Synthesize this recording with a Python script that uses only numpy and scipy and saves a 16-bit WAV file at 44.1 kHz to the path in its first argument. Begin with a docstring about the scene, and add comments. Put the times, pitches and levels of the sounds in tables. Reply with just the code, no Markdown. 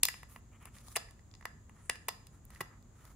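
"""A small room with a low rumble, a faint hum and hiss; a hollow plastic hub is close to the stereo microphone.
A metal USB adapter is fitted to its port: the case taps the hub and bounces, then the plug catches several times.
Each contact is a noise-like force that excites the hub's damped modes; thin metal adds decaying sines.
Between them the parts tick, and slide with grainy filtered noise. The hub thuds softly in the hand.
The room answers the knocks with decaying noise, coloured and timed band by band."""
import sys
import numpy as np
from scipy import signal
from scipy.fft import rfft, irfft
from scipy.io import wavfile
from scipy.ndimage import uniform_filter1d

SR = 44100
rng = np.random.default_rng(int(sys.argv[2]) if len(sys.argv) > 2 else 0)


def master(y):
    """Save y as 16-bit WAV."""
    cut = np.clip(np.atleast_2d(y).T, -1, 1)
    pcm = np.round(cut * 32767)  # scale
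    wavfile.write(sys.argv[1], SR, pcm.astype(np.int16))


N = 138915

# Edges of six adjoining bands, in order body, shell, clack, snap, edge, sizzle: f/Hz
BAND_EDGES_HZ = [300, 1450, 2200, 3200, 7000, 10600, 16500]
# Placing and distance of each band: delay/s, side level re mid/dB, left minus right/dB,
# room level re knock/dB, room t60/s
BAND_PLACING = [(0.0013, -9, -0.5, -10, 0.47), (0.00061, -6, -5, -9, 0.41), (0.0011, -11, 0, -11.5, .42),
                (0.0019, -1, 3, -10.5, 0.41), (0.00054, 1, 2, -16.5, 0.41), (0.0013, -7.5, -0.5, -17, 0.32)]

# Room rumble, spectral shape: f/Hz, relative level per Hz/dB
RUMBLE_COLOUR = [(22, -25.5), (36, -3), (55, 1), (75, -1), (100, -2), (130, -5.5), (180, -11.5), (230, -10),
                 (300, -18), (450, -24.5), (700, -30), (1200, -34), (1500, -39), (1900, -37.5), (3000, -46),
                 (6000, -52)]
# Microphone hiss, spectral shape: f/Hz, relative level per Hz/dB
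HISS_COLOUR = [(300, 7.5), (1200, 6.5), (2500, -6.5), (4000, -5.5), (5700, -7.5), (6700, 7.5), (7600, 5),
               (8500, -11.5), (9750, -8.5), (10100, -0.5), (10450, -17.5), (13000, -17), (16000, -19.5)]
RUMBLE_DB, RUMBLE_SIDE_DB = -57.5, -15  # rms level, side level re mid
HISS_DB, HISS_SIDE_DB = -70, 0.5
HUM_HZ, HUM_DB = 99.3, -68

# Soft thuds of the hub in the hand: t/s, f/Hz, peak level/dB, swell/s
THUDS = [(.031, 230.4, -49, .003), (1.535, 153.5, -57.5, 0.019), (1.545, 219.6, -57.5, 0.01),
         (2.605, 155, -45, .006), (2.607, 372, -47, 0.005)]

# Adapter's case bouncing on the hub: t/s, contact length/s, level in each of the six bands/dB
CASE_TAPS = [(0.032, 0.00096, -43.5, -44, -33, -27, -23, -28),
             (0.0514, 0.0012, -47, -50, -42, -32.5, -34.5, -31.5),
             (0.0836, 0.0021, -47.5, -37.5, -41, -42.5, -39, -44.5)]
# Catches of the plug: t/s, scrape length/s, favoured hub resonance f/Hz, sleeve ring level/dB,
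# level in each of the six bands/dB
PLUG_CATCHES = [(0.9538, 0.0044, 956, -10, -53, -45, -45.5, -54, -43.5, -59.5),
                (0.9603, 0.00073, 951, -4, -54.5, -42.5, -38, -45, -34.5, -43.5),
                (0.964, 0.002, 781, 1, -37, -42, -46.5, -37.5, -36.5, -44.5),
                (0.9688, 0.002, 720, -4, -39.5, -44, -47.5, -44, -46, -51),
                (1.453, 0.0014, 1090, -11.5, -43, -41, -50.5, -50, -52, -54),
                (1.8958, 0.0014, 478.5, -14, -40, -34.5, -36.5, -38, -33, -48),
                (2.0828, 0.0022, 1080, 0.5, -37.5, -45, -42, -46, -39, -40.5),
                (2.0865, 0.0027, 601, 3, -45.5, -47.5, -48, -40, -44.5, -48.5),
                (2.6055, 0.0014, 1099, -14, -47.5, -42.5, -50, -53.5, -48.5, -50),
                (2.608, 0.002, 1150, -14, -40.5, -43, -50.5, -50, -51, -55.5),
                (2.6128, 0.0017, 380, -14, -53.5, -54, -57.5, -54, -54.5, -52.5)]
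# Light touches of the parts: t/s, level in each of the six bands before TICK_DB/dB
TICKS = [(0.1407, -54, -53.5, -52.5, -80, -62, -67), (0.2307, -53, -53, -60, -63, -62, -64.5),
         (0.3604, -51.5, -54, -57, -65, -84, -77), (0.6545, -54.5, -62.5, -60, -62, -51.5, -58),
         (0.767, -69, -60.5, -77, -71, -80, -82.5), (0.783, -70, -72, -71, -60, -67, -78),
         (0.8823, -59, -75, -79.5, -58.5, -58, -75), (1.0857, -69, -61, -73.5, -72, -78, -83.5),
         (1.1082, -68, -72, -83, -66.5, -62.5, -69), (1.1924, -78, -65.5, -81.5, -74.5, -79, -93),
         (1.3121, -80, -85, -79, -65.5, -81.5, -92.5), (1.3378, -65.5, -71, -68, -58.5, -82, -100.5),
         (1.3495, -70, -72, -70, -59.5, -69.5, -85), (1.4102, -61.5, -58.5, -72, -71, -70, -80),
         (1.4253, -59.5, -59.5, -70, -70, -83, -88), (1.6944, -61, -64.5, -66.5, -85, -67.5, -78.5),
         (1.955, -58, -58, -57, -57.5, -84, -67), (2.2681, -74.5, -83, -67.5, -60.5, -59, -64.5),
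         (2.451, -90, -95, -91.5, -79, -66.5, -58.5), (2.5034, -62.5, -65.5, -70, -68.5, -61.5, -66),
         (2.5476, -75, -71, -84, -63, -61, -75), (2.5596, -78, -57, -64.5, -72, -75, -76),
         (2.8245, -81.5, -95, -94.5, -72.5, -79, -78), (3.0511, -61.5, -70, -76, -64.5, -65, -64)]
TICK_DB, TICK_LENGTH_S = -2, .0007
# Damped modes of the hub: f/Hz, relative level before the favoured spot/dB, t60/s
HUB_MODES = [(510, -6.5, .016), (727, -5, .02), (921, -4.5, .02), (1062, -1.5, 0.019), (1213, -4, 0.013),
             (1750, 2, 0.015), (1957, 4, 0.022), (2360, -3, .012), (2734, 0.5, 0.011), (3400, -1, .009),
             (4023, 0, 0.005), (4893, 1.5, .012), (5854, -1.5, 0.0082), (6760, 1, 0.009),
             (7420, 0.5, 0.0047), (9170, 6, .005), (10010, 7.5, 0.0063), (11850, -3, .003),
             (14200, -2.5, 0.002)]
# The spot that is struck favours the modes near one pitch; taps and ticks share theirs
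LIGHT_KNOCK_HZ, FAVOUR_DB, FAVOUR_OCTAVES = 1050, 6.5, 0.38
LEAD_S = .004  # room for the force to build up before the contact time
SCRAPE_RISE_S, SCRAPE_RELEASE_S = 0.00069, 0.00067  # time constants; the rise lengthens with the scrape
CHATTER_DB, CHATTER_S = -15, 0.0039  # slower tail of the release

# Lasting ring of the adapter's case: f/Hz, level re the blow in that band before RING_DB/dB, t60/s
CASE_MODES = [(2000, -18.5, .3), (2600, -24.5, .3), (2740, -28, .45), (5050, -22.5, 0.4),
              (5180, -24.5, 0.38), (5220, -22, .38), (6700, -25, .37), (6870, -23.5, 0.35),
              (8130, -30, 0.16), (10250, -31, .22), (13020, -16.5, .23)]
# Lasting ring of the plug's sleeve: f/Hz, level re the blow before sleeve ring level and RING_DB/dB, t60/s
SLEEVE_MODES = [(1830, -18, .4), (2020, -30, 0.15), (2870, -27, 0.31), (4800, -20, .28),
                (4500, -24.5, 0.41), (5040, -18, .33)]
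RING_DB = 0.5

# Colour of the room's echo: f/Hz, relative level/dB
ROOM_COLOUR = [(300, -0.5), (750, -1), (1100, -2), (1330, 3.5), (1510, 3.5), (1750, 3), (2000, -2.5),
               (2750, -2), (3300, -3), (4200, -4.5), (5000, 0), (6000, -7), (7500, 1.5), (10100, -1.5),
               (11200, -3), (14000, -4), (16000, -11)]
ROOM_ONSET_S, EARLY_DB, EARLY_S = 0.00667, 2, .014

# Fingers and plug sliding on the plastic: t/s, length/s, level in each of the six bands before SLIDE_DB/dB
SLIDES = [(0.267, 0.14, -70, -77, -76, -73.5, -69, -66), (0.504, 0.097, -70, -76, -72, -94, -84.5, -85.5),
          (0.583, 0.14, -63.5, -69.5, -67.5, -77.5, -73.5, -75),
          (0.704, 0.17, -69, -75.5, -71.5, -69, -66.5, -71.5),
          (0.816, 0.17, -67.5, -74, -77, -65.5, -63.5, -66),
          (1.725, 0.13, -69.5, -74, -81, -80, -76.5, -87), (1.792, 0.18, -78, -79, -82, -82, -66, -83),
          (2.295, 0.12, -74, -79.5, -89, -83, -78, -82.5), (2.465, 0.21, -68, -70, -76.5, -72.5, -75, -76),
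          (2.625, 0.18, -68, -72, -84.5, -89, -91, -97), (2.905, 0.22, -70.5, -77.5, -80, -78, -79, -80.5),
          (3.006, 0.16, -67, -74.5, -81, -74.5, -76, -73.5)]
# Colour of rubbing: f/Hz, relative level/dB
RUB_COLOUR = [(300, -7), (750, -7.5), (1250, 3), (1510, 2.5), (1800, 11), (2750, -3.5), (3200, -2),
              (5000, -4), (6500, 0), (8500, -1), (9700, -0.5), (10400, 5), (11200, -9.5), (12500, -12),
              (14000, -6), (16000, -13)]
SLIDE_DB, SLIDE_GRAIN, SLIDE_WAVER_DB = -3.5, 0.24, 2.36  # grain is the rms of the log gain

TOP_HZ = 15600


def undb(db):
    """Decibels to gain."""
    return 10 ** (np.asarray(db) / 20)


def unit(x):
    """Scale to an energy of one."""
    return x / np.sqrt(np.sum(x ** 2) + 1e-18)


def level(x, db):
    """Scale to an rms level."""
    return x * undb(db) / np.sqrt(np.mean(x ** 2))


def add(out, x, s):
    """Mix a sound in, starting at s seconds."""
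    i = max(int(s * SR), 0)
    out[:, i:i + x.shape[1]] += x[:, :max(N - i, 0)]


def band(x, k):
    """Keep one of the six bands; neighbours cross over without a gap."""
    size = 2 * x.shape[-1]
    f = np.fft.rfftfreq(size, 1 / SR) + 1
    low, high = BAND_EDGES_HZ[k:k + 2]
    gain = 1 / (1 + (low / f) ** 20) / (1 + (f / high) ** 20)
    return irfft(rfft(x, size) * gain, size)[..., :x.shape[-1]]


def noise(colour, size):
    """Two unrelated noises whose spectrum follows (f/Hz, level/dB) points."""
    hz, db = np.array(colour).T
    f = np.maximum(np.fft.rfftfreq(size, 1 / SR), 1)
    gain = undb(np.interp(np.log(f), np.log(hz), db))
    return irfft(rfft(rng.standard_normal((2, size))) * gain, size)


def stereo(pair, side_db, pan_db=0):
    """Mid and side to left and right."""
    sign = np.array([[1], [-1]])
    mid, side = unit(pair[0]), undb(side_db) * unit(pair[1])
    return (mid + side * sign) * undb(pan_db * sign / 2)


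def fade(t, t60):
    """Exponential decay by 60 dB in t60."""
    return np.exp(-np.log(1000) * t / t60)


def background():
    """Steady coloured noise for room rumble and microphone hiss, with a faint sine hum."""
    rumble = level(stereo(noise(RUMBLE_COLOUR, N), RUMBLE_SIDE_DB), RUMBLE_DB)
    hiss = level(stereo(noise(HISS_COLOUR, N), HISS_SIDE_DB), HISS_DB)
    hum = level(np.sin(2 * np.pi * HUM_HZ * np.arange(N) / SR), HUM_DB)
    return rumble + hiss + hum


def thuds():
    """The hub gives in the hand: a low sine pulse swells and dies away, dead centre."""
    out = np.zeros((2, N))
    t = np.arange(SR // 5) / SR
    for s, hz, db, swell in THUDS:
        envelope = t / swell * np.exp(1 - t / swell)
        pulse = undb(db) * envelope * np.sin(2 * np.pi * hz * t)
        add(out, pulse[None], s)
    return out


def burst(shape):
    """Two random forces that follow an envelope and have a nearly even spectrum."""
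    force = rng.standard_normal((2, len(shape))) * shape
    for _ in range(3):
        # flatten the spectrum, then restore the envelope
        force = irfft(np.exp(1j * np.angle(rfft(force))), len(shape))
        power = np.abs(uniform_filter1d(force ** 2, size=24))
        force = force * shape / np.sqrt(power + 1e-18)
    return force


def contact(length, levels, knock_hz):
    """A short scrape builds up, lets go and chatters, knocking the hub's modes; one stereo sound per band."""
    t = np.arange(2400) / SR
    since = t - LEAD_S
    grip = np.exp(np.minimum(since - length / 2, 0) / (SCRAPE_RISE_S + length / 10))
    after = np.maximum(since - length, 0)
    release = np.exp(-after / SCRAPE_RELEASE_S) + undb(CHATTER_DB) * np.exp(-after / CHATTER_S)
    force = burst(grip * release)
    hub = np.zeros(len(t))
    for hz, db, t60 in HUB_MODES:
        favour = FAVOUR_DB * np.exp(-(np.log2(hz / knock_hz) / FAVOUR_OCTAVES) ** 2)
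        hub += undb(db + favour) * fade(t, t60) * np.cos(2 * np.pi * hz * t)
    knock = signal.fftconvolve(force, hub[None])[:, :len(t)]
    sounds = []
    for k, db in enumerate(levels):
        _, side_db, pan_db, *_ = BAND_PLACING[k]
        placed = unit(stereo(band(knock, k), side_db, pan_db))
        # the level is an rms as if the energy filled 10 ms of two channels
        sounds.append(placed * undb(db) * np.sqrt(2 * SR / 100))
    return sounds


def metal(modes, levels):
    """Thin metal rings on as decaying sines, each mode as strongly as the blow in its band."""
    t = np.arange(SR // 2) / SR
    out = np.zeros((2, len(t)))
    for hz, db, t60 in modes:
        blow = levels[np.searchsorted(BAND_EDGES_HZ, hz) - 1]
        # a quarter cycle between left and right widens the ring
        phase = rng.uniform(0, 2 * np.pi) + np.array([[0], [np.pi / 2]])
        detuned_hz = hz * (1 + .003 * rng.standard_normal())
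        tone = np.sin(2 * np.pi * detuned_hz * t + phase)
        out += undb(blow + db + RING_DB) * fade(t, t60) * tone
    return out * (1 - np.exp(-t / .002))


def plug():
    """All taps, catches and touches of the parts: the hub's knocks by band, and the metal ring."""
    knocks, ring = np.zeros((len(BAND_PLACING), 2, N)), np.zeros((2, N))
    blows = []
    for s, length, *dbs in CASE_TAPS:
        blows.append((s, length, np.array(dbs), LIGHT_KNOCK_HZ, CASE_MODES, 0))
    for s, length, hz, ring_db, *dbs in PLUG_CATCHES:
        blows.append((s, length, np.array(dbs), hz, SLEEVE_MODES, ring_db))
    for s, *dbs in TICKS:
        blows.append((s, TICK_LENGTH_S, np.array(dbs) + TICK_DB, LIGHT_KNOCK_HZ, None, 0))
    for s, length, levels, hz, modes, ring_db in blows:
        for k, sound in enumerate(contact(length, levels, hz)):
            delay = BAND_PLACING[k][0]
            add(knocks[k], sound, s - LEAD_S + delay)
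        if modes:
            add(ring, metal(modes, levels + ring_db), s)
    return knocks, ring


def room(x, k):
    """The room's echo of one band: noise builds up in milliseconds, drops fast at first, then dies away."""
    *_, db, t60 = BAND_PLACING[k]
    t = np.arange(SR * 2 // 3) / SR
    onset = 1 - np.exp(-(t / ROOM_ONSET_S) ** 2)
    decay = fade(t, t60) + undb(EARLY_DB) * np.exp(-t / EARLY_S)
    echo = noise(ROOM_COLOUR, len(t)) * onset * decay
    wet = signal.fftconvolve(x, echo, axes=1)[:, :N]
    return unit(wet) * np.sqrt(np.sum(x ** 2)) * undb(db)


def sliding():
    """Friction as coloured noise, grainy and wavering, that swells and fades with each move of the hand."""
    out = np.zeros((2, N))
    for s, length, *levels in SLIDES:
        n = int(length * SR)
        fast = level(uniform_filter1d(rng.standard_normal(N), size=30), 0)
        slow = level(uniform_filter1d(rng.standard_normal(N), size=700), 0)
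        grain = np.exp(SLIDE_GRAIN * fast)[:n]
        waver = undb(SLIDE_WAVER_DB * slow)[:n]
        rub = noise(RUB_COLOUR, n) * grain * waver * signal.windows.tukey(n, .8)
        for k, db in enumerate(levels):
            side_db = BAND_PLACING[k][1]
            add(out, level(stereo(band(rub, k), side_db), db + SLIDE_DB), s)
    return out


def scene():
    """The background and the handled parts; the room answers the knocks alone."""
    knocks, ring = plug()
    parts = sum(x + room(x, k) for k, x in enumerate(knocks))
    return background() + thuds() + parts + ring + sliding()


def record(dry):
    """The recorder cuts the top with a steep low-pass."""
    low_pass = signal.ellip(8, .2, 70, TOP_HZ, fs=SR, output="sos")
    return signal.sosfilt(low_pass, dry)


dry = scene()
out = record(dry)
master(out)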